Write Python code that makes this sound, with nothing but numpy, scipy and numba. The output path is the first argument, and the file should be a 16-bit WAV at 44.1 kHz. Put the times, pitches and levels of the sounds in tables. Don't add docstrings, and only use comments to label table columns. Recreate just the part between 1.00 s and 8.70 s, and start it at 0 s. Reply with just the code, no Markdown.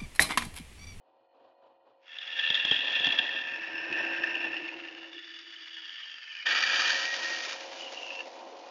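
import sys
import numpy as np
from scipy import signal
from scipy.fft import rfft, irfft, next_fast_len
from scipy.io import wavfile
from scipy.ndimage import uniform_filter1d
from numba import njit

SR = 44100
rng = np.random.default_rng(int(sys.argv[2]) if len(sys.argv) > 2 else 0)


def int16_out(signal):
    q = np.round(np.clip(np.atleast_2d(signal).T, -1, 1) * 32767)
    wavfile.write(sys.argv[1], SR, q.astype(np.int16))


N = 339761
T = np.arange(N) / SR
RIP_START_S, BLADE_FREE_S = 5.455, 6.58


def amp(db):
    return 10 ** (np.asarray(db) / 20)


def unit(x):
    return x / np.sqrt(np.mean(x ** 2))


def controls(rows):
    time_s, *columns = np.transpose(rows)
    return [np.interp(T, time_s, column) for column in columns]


def between(start_s, end_s, fade_s):
    return np.interp(T, [start_s - fade_s, start_s, end_s, end_s + fade_s], [0, 1, 1, 0])


def held(start_s, end_s, attack_s, release_s):
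    before = np.maximum(start_s - T, 0)
    after = np.maximum(T - end_s, 0)
    return np.exp(-before / attack_s - after / release_s)


def walk(rate_hz):
    step = max(int(SR / rate_hz), 1)
    steps = np.repeat(rng.standard_normal(N // step + 1), step)
    return unit(uniform_filter1d(steps, step)[:N])


def tone(hz, waver, rate_hz):
    turns = np.cumsum(hz * (1 + waver * walk(rate_hz))) / SR
    return np.sqrt(2) * np.sin(2 * np.pi * (turns + rng.random()))


def colour(x, points):
    hz, db = np.transpose(points)
    size = next_fast_len(N + 8192)
    bins_hz = np.maximum(np.arange(size // 2 + 1) * SR / size, 1)
    gain = amp(np.interp(np.log(bins_hz), np.log(hz), db))
    return irfft(rfft(x, size) * gain, size)[:N]


@njit
def svf(x, hz, width_hz):
    y, band, low = np.empty(len(x)), 0., 0.
    for i in range(len(x)):
        g, k = np.tan(np.pi * hz[i] / SR), width_hz / hz[i]
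        v = (band + g * (x[i] - low)) / (1 + g * (g + k))
        band, low, y[i] = 2 * v - band, low + 2 * g * v, k * v
    return y


def ring(x, hz, width_hz):
    centre_hz = hz * np.ones(N)
    narrow = svf(x, centre_hz, float(width_hz))
    return unit(svf(narrow, centre_hz, 2.7 * width_hz))


def body(x, modes):
    return unit(sum(amp(db) * ring(x, hz, width_hz) for hz, width_hz, db in modes))


def bursts(events, rise_s, decay_s):
    out = np.zeros(N)
    t = np.arange(SR // 10) / SR
    shape = (1 - np.exp(-(t / rise_s) ** 2)) * np.exp(-t / decay_s)
    for time_s, db in events:
        i = int(time_s * SR)
        out[i:i + len(t)] += amp(db) * shape / shape.max()
    return out


FLUTTER_HZ = 81.2


def teeth(rate_hz, spread_db, chatter_db, throb_db):
    hits = rng.random(N) < rate_hz / SR
    snaps = hits * rng.standard_normal(N) * amp(spread_db * rng.standard_normal(N))
    chatter = chatter_db * (walk(190) + 0.64 * walk(45))
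    throb = throb_db * tone(FLUTTER_HZ, 0.0086, 9.5)
    return unit(snaps * amp(chatter + throb))


# (time [s], level [dB]); also loads the table
HUM_DB = [(0, -68), (0.65, -62.5), (1.08, -69), (1.35, -57.5), (2.1, -45.5), (2.7, -51.5), (3.0, -43.5),
          (3.45, -47.5), (4.05, -57.5), (4.25, -72.5), (5.44, -77), (5.47, -48.5), (5.85, -45), (6.3, -48),
          (7.7, -47.0)]
# (frequency [Hz], relative level [dB])
HUM_LINES_HZ_DB = [(337, -11), (495, -8.5), (541, 0.5), (633, -9.5), (678, -8.5), (720, -4), (762, -5),
                   (829, -13.5), (904, -7), (941, -13), (993, -6.5)]
# (frequency [Hz], gain [dB])
WHIRR_COLOUR = [(30, -51), (80, -42.5), (120, -35.5), (170, -33), (260, -8.5), (420, -6.5), (560, -2.5),
                (760, -4), (960, -3.5), (1200, -12), (2100, -27), (2900, -20.5), (4500, -29), (6000, -46.5)]
# (frequency [Hz], width [Hz], relative level [dB])
GUIDE_MODES = [(1406, 19, -4), (1880, 100, 0), (2470, 35, 1), (2800, 40, -6), (2990, 54, 0), (4230, 57, -5)]
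TURN_S, TURN_PEAK_S, TURN_SWELL_DB = 0.24, 0.19, 3


def machine():
    hum_db, = controls(HUM_DB)
    idle = between(0, 1.0, 0.34)
    cutting = between(1.7, 5.3, 0.21)
    turn_db = TURN_SWELL_DB * np.cos(2 * np.pi * (T - TURN_PEAK_S) / TURN_S)
    swell = amp(idle * (turn_db + 1.5 * walk(16)))
    lines = sum(amp(db + 2.2 * walk(18)) * tone(hz, .006, 30) for hz, db in HUM_LINES_HZ_DB)
    lines = amp(-2 - 3.5 * cutting + 0.9 * idle) * unit(lines)
    whirr = unit(colour(rng.standard_normal(N), WHIRR_COLOUR)) * amp(2.4 * walk(50))
    whirr = amp(-2.5 - 0.92 * idle) * swell * whirr
    ticks = teeth(rate_hz=900, spread_db=-1.5, chatter_db=2.0, throb_db=-1.5)
    guides = amp(-16) * body(ticks, GUIDE_MODES)
    motor = amp(.5 * hum_db - 66.5) * swell * ring(rng.standard_normal(N), 119, 16)
    return amp(hum_db) * (lines + whirr + guides) + motor


DAMPED_FROM_S, DAMPED_TO_S, DAMPED_FADE_S = 2.72, 3.86, 0.49


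def damping():
    return between(DAMPED_FROM_S, DAMPED_TO_S, DAMPED_FADE_S)


# (time [s], level [dB])
FEED_DB = [(1.0, -81), (1.13, -44.5), (1.45, -29), (2.08, -27), (2.25, -31), (2.55, -37.5), (2.8, -38.0),
           (2.93, -33), (3.45, -32), (3.7, -43.5), (4.0, -48.0), (4.6, -47.5), (5.0, -43), (5.2, -46),
           (5.44, -41.5)]
# (time [s], lower mode [Hz], upper mode [Hz])
KERF_HZ = [(1.1, 2773, 3320), (2.1, 2727, 3320), (2.6, 2655, 3260), (3.5, 2650, 3360), (4.0, 2803, 3475),
           (4.4, 2956, 3450), (5.05, 2955, 3167), (5.4, 2435, 2934)]
# (frequency [Hz], width [Hz], relative level [dB])
BLADE_MODES = [(1629, 57, -8.5), (1724, 95, -4.5), (1774, 54, 1), (1896, 26, -9.5), (1360, 360, -20),
               (929, 21, -23.5), (3760, 40, -29), (5680, 50, -27)]
# (frequency [Hz], gain [dB])
RASP_COLOUR = [(60, -52.5), (300, -42), (800, -14.5), (1150, -5.5), (1400, 2.5), (2100, 7.5), (3000, 3),
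               (3900, -6), (4500, -27), (7000, -33.5)]
# (frequency [Hz], gain [dB])
DUST_COLOUR = [(2500, -40), (3900, -2.5), (4500, 6), (5400, 2.5), (5720, -1), (6000, -7), (6700, -7),
               (8000, -44)]
# (start [s], end [s], frequency [Hz], level [dB])
WHISTLES = [(2.807, 3.351, 5326, -58), (4.447, 5.455, 4690, -62.5)]
FULL_BITE_DB, DUST_DB_PER_FEED_DB = -30, 0.45
STEER_FROM_S, STEER_TO_S, STEER_FADE_S, STEER_DB = 2.47, 3.12, 0.45, 5.5


def first_cut():
    feed_db, = controls(FEED_DB)
    lower_hz, upper_hz = controls(KERF_HZ)
    over_bite_db = feed_db - FULL_BITE_DB
    damped = damping()
    steer = between(STEER_FROM_S, STEER_TO_S, STEER_FADE_S)
    force = teeth(rate_hz=14000, spread_db=1.5, chatter_db=2.5, throb_db=1.75)
    chips = teeth(rate_hz=14000, spread_db=2.5, chatter_db=3.0, throb_db=0.0)
    blade = amp(-8.5 + STEER_DB * steer) * body(force, BLADE_MODES)
    blade += amp(-10) * between(2.78, 3.38, 0.14) * ring(force, 1596, 60)
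    board = amp(-4.5 + 0.69 * damped) * ring(force, lower_hz, 260)
    board += amp(-4.5 - 20 * damped ** 2) * ring(force, upper_hz, 260)
    rasp = unit(colour(force + 0.6 * chips, RASP_COLOUR))
    rasp *= amp(-11.5 - 0.38 * over_bite_db + 2.1 * damped)
    dust = unit(colour(chips + 2.5 * force, DUST_COLOUR))
    dust *= amp(-50 + DUST_DB_PER_FEED_DB * over_bite_db - 5.3 * damped)
    dust *= between(1.46, RIP_START_S, 0.68)
    whistles = sum(amp(db) * between(start_s, end_s, 0.38) * ring(force, hz, 280)
                   for start_s, end_s, hz, db in WHISTLES)
    cut = amp(feed_db) * (blade + board + rasp) + dust + whistles
    return cut * between(1.08, RIP_START_S, 0.11)


# (time [s], relative peak [dB])
KNOCKS = [(1.501, -36), (1.649, -39.5), (1.713, -31.5), (1.998, -38.5), (2.069, -31.5), (2.193, -41)]
# (frequency [Hz], gain [dB])
RUMBLE_COLOUR = [(25, -25), (60, -19.5), (95, -13), (120, 3.5), (150, -7), (200, -2), (260, 7.5), (330, 8),
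                 (500, -32)]
# (frequency [Hz], gain [dB])
KNOCK_COLOUR = [(25, -31), (70, -7.5), (130, 7), (300, 6), (500, 2), (900, 2), (1400, -17.5), (4000, -52)]
DRONE_HZ, DRONE_DB, DRONE_FROM_S, DRONE_TO_S = 333.3, -49.5, 2.86, 3.7


def table():
    hum_db, = controls(HUM_DB)
    rip_db, = controls(RIP_DB)
    shake = teeth(rate_hz=2600, spread_db=5.5, chatter_db=-3.5, throb_db=1.5)
    cut_load = amp(hum_db - 11) * between(1.72, 5.4, 0.55)
    rip_load = amp(rip_db - 34.5)
    load = np.where(T < RIP_START_S, cut_load, rip_load)
    rumble = load * unit(colour(shake, RUMBLE_COLOUR))
    sway = unit(tone(DRONE_HZ, .02, 60) + .7 * ring(shake, DRONE_HZ, 50))
    drone = amp(DRONE_DB) * sway * held(DRONE_FROM_S, DRONE_TO_S, 0.25, 0.44)
    drone *= between(2.55, 4.85, 0.12)
    blows = bursts(KNOCKS, rise_s=0.0019, decay_s=0.0059) * rng.standard_normal(N)
    return rumble + drone + amp(10) * colour(blows, KNOCK_COLOUR)


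def screech(time_s, db, hz):
    latest = np.maximum(np.searchsorted(time_s, T, side="right") - 1, 0)
    jerk = bursts(zip(time_s, db), rise_s=0.002, decay_s=0.0032)
    crack = amp(-16) * unit(colour(rng.standard_normal(N), RASP_COLOUR))
    crack += amp(-22) * unit(colour(rng.standard_normal(N), DUST_COLOUR))
    blade_hz = BLADE_MODES[2][0]
    blade = amp(-16) * tone(blade_hz, 0.0199, 300)
    blade *= bursts(zip(time_s, db), rise_s=0.0013, decay_s=0.0078)
    return amp(-7.5) * (jerk * (tone(hz[latest], 0.02756, 700) + crack) + blade)


# (time [s], relative peak [dB], frequency [Hz])
SNAGS_AND_SLIPS = [(1.1843, -25.5, 3270), (1.3933, -15, 3273), (1.501, -10.5, 3353), (1.5429, -13.5, 3328),
                   (1.5516, -13, 3270), (1.6487, -11.5, 3316), (1.7111, -8, 3310), (1.7624, -15.5, 3300),
                   (1.9959, -17, 3339), (2.0436, -11.5, 3272), (2.0557, -19, 3560), (2.0674, -11.5, 3360),
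                   (2.1216, -15.5, 3360), (2.1918, -17.5, 3295), (2.2543, -24, 1760), (2.29, -20, 1780),
                   (2.9248, -17.5, 2620), (3.0281, -23, 2660), (3.2385, -18.5, 1734), (3.3513, -17.5, 2770),
                   (3.6868, -23, 2600), (3.8833, -31, 2830), (4.5625, -32.5, 3030), (5.032, -29.5, 2930),
                   (5.6357, -15.5, 1788), (7.1038, -24, 2640), (7.1896, -29, 2715), (7.204, -23, 2770)]
SMALL_SNAGS_PER_S = 9
SMALL_SNAG_OVER_BITE_DB, SMALL_SNAG_SPREAD_DB = 8, 1.5


def snags_and_slips():
    feed_db, = controls(FEED_DB)
    lower_hz, upper_hz = controls(KERF_HZ)
    struck = rng.random(N) < SMALL_SNAGS_PER_S / SR
    at = np.flatnonzero(struck & (T > SNAGS_AND_SLIPS[0][0]) & (T < RIP_START_S))
    db = feed_db + SMALL_SNAG_OVER_BITE_DB + SMALL_SNAG_SPREAD_DB * rng.standard_normal(N)
    hz = np.where(damping() > .5, lower_hz, upper_hz)
    return screech(*np.transpose(SNAGS_AND_SLIPS)) + screech(T[at], db[at], hz[at])


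# (time [s], level [dB]); also loads the table
RIP_DB = [(5.47, -29), (5.7, -27.5), (5.9, -29), (6.1, -35.5), (6.5, -37), (6.68, -46.5), (7.15, -49),
          (7.4, -56.5)]
# (frequency [Hz], width [Hz], relative level [dB])
RIP_BLADE_MODES = [(1799, 52, -1.5), (1870, 76, -5.5), (1700, 91, -8.5)]
# (frequency [Hz], width [Hz], relative level [dB])
RIP_WOOD_MODES = [(1340, 120, -6), (1610, 236, -0.5), (2404, 160, -2), (2890, 850, -1.5), (4617, 330, -5.5)]
# (frequency [Hz], gain [dB])
RIP_COLOUR = [(50, -49), (300, -32.5), (900, -5), (1300, -6), (2100, 1.5), (2450, 0.5), (3000, 0),
              (3700, -3), (4300, -13.5), (6500, -22)]
# (frequency [Hz], gain [dB])
RIP_DUST_COLOUR = [(2500, -25.5), (4000, 3.5), (4700, 6.5), (5700, 5), (6200, 2.5), (6900, -4.5),
                   (8000, -31)]
DUST_BUILD_S = 0.43


def rip():
    rip_db, = controls(RIP_DB)
    force = teeth(rate_hz=12000, spread_db=2.3, chatter_db=1.57, throb_db=0.7)
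    load = amp(0.8 * (rip_db - rip_db.max()))
    wood = amp(-3.0) * unit(colour(force, RIP_COLOUR))
    wood += amp(-2.0) * load * body(force, RIP_WOOD_MODES)
    loose = (1 - 0.68 * between(6.08, BLADE_FREE_S, 0.09)) * between(0, BLADE_FREE_S, 0.11)
    blade = amp(-4) * loose * body(force, RIP_BLADE_MODES)
    build = np.clip((T - RIP_START_S) / DUST_BUILD_S, 0, 1)
    dust = amp(-14 + 6.35 * build) * unit(colour(force, RIP_DUST_COLOUR))
    onset = np.clip((T - RIP_START_S) / 0.0055, 0, 1)
    return amp(rip_db) * (wood + blade + dust) * onset


# (start [s], end [s], release [s], frequency [Hz], relative level [dB])
SQUEALS = [(6.116, 6.135, 0.01, 1885, -31), (6.262, 6.35, 0.1, 1870, -34.5)]
SQUEAL_ATTACK_S = 0.095


def squeal():
    quiver = amp(1.2 * walk(70))
    spells = sum(amp(db) * held(start_s, end_s, SQUEAL_ATTACK_S, release_s) * tone(hz, .006, 90)
                 for start_s, end_s, release_s, hz, db in SQUEALS)
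    return quiver * spells


# (start [s], end [s], relative level [dB])
SCRAPES = [(6.802, 6.885, -44.5), (6.962, 7.206, -44.5)]
SCRAPE_HZ, SCRAPE_SAG_HZ_PER_S = 2925, 530


def scrape():
    hz = SCRAPE_HZ - SCRAPE_SAG_HZ_PER_S * np.clip(T - SCRAPES[0][0], 0, 1)
    slips = rng.standard_normal(N) * amp(5 * tone(125, .15, 40))
    squeak = ring(slips, hz, 160) + amp(-17) * unit(colour(slips, RIP_DUST_COLOUR))
    rub = amp(-56) * between(BLADE_FREE_S, SCRAPES[-1][1], 0.03)
    stick_slip = sum(amp(db) * held(start_s, end_s, 0.011, 0.005) for start_s, end_s, db in SCRAPES)
    return squeak * (rub + stick_slip)


def workshop(x, t60_s, wet_db):
    t = np.arange(SR // 2) / SR
    tail = rng.standard_normal(len(t)) * amp(-60 * t / t60_s) * (t > .004)
    return x + amp(wet_db) * signal.fftconvolve(x, tail / np.linalg.norm(tail))[:N]


def scene():
    sawing = first_cut() + table() + snags_and_slips() + rip() + squeal() + scrape()
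    return (machine() + workshop(sawing, t60_s=0.18, wet_db=-11.0))[None]


# (frequency [Hz], gain [dB])
IMAGE_COLOUR = [(8000, -23), (9200, -23.5), (10300, -45), (11300, -46), (13000, -56), (14300, -50.5),
                (15500, -64.5)]
BAND_HZ, CONVERTER_HZ, TOP_HZ = 7000, 16000, 15600


def record(dry):
    thin = signal.sosfilt(signal.butter(2, 65, "high", fs=SR, output="sos"), dry[0])
    narrow = signal.sosfilt(signal.ellip(7, .3, 60, BAND_HZ, fs=SR, output="sos"), thin)
    image = colour(2 * narrow * np.cos(2 * np.pi * CONVERTER_HZ * T), IMAGE_COLOUR)
    top = signal.ellip(8, .2, 70, TOP_HZ, fs=SR, output="sos")
    return signal.sosfilt(top, narrow + image)[None]


dry = scene()
out = record(dry)
int16_out(out)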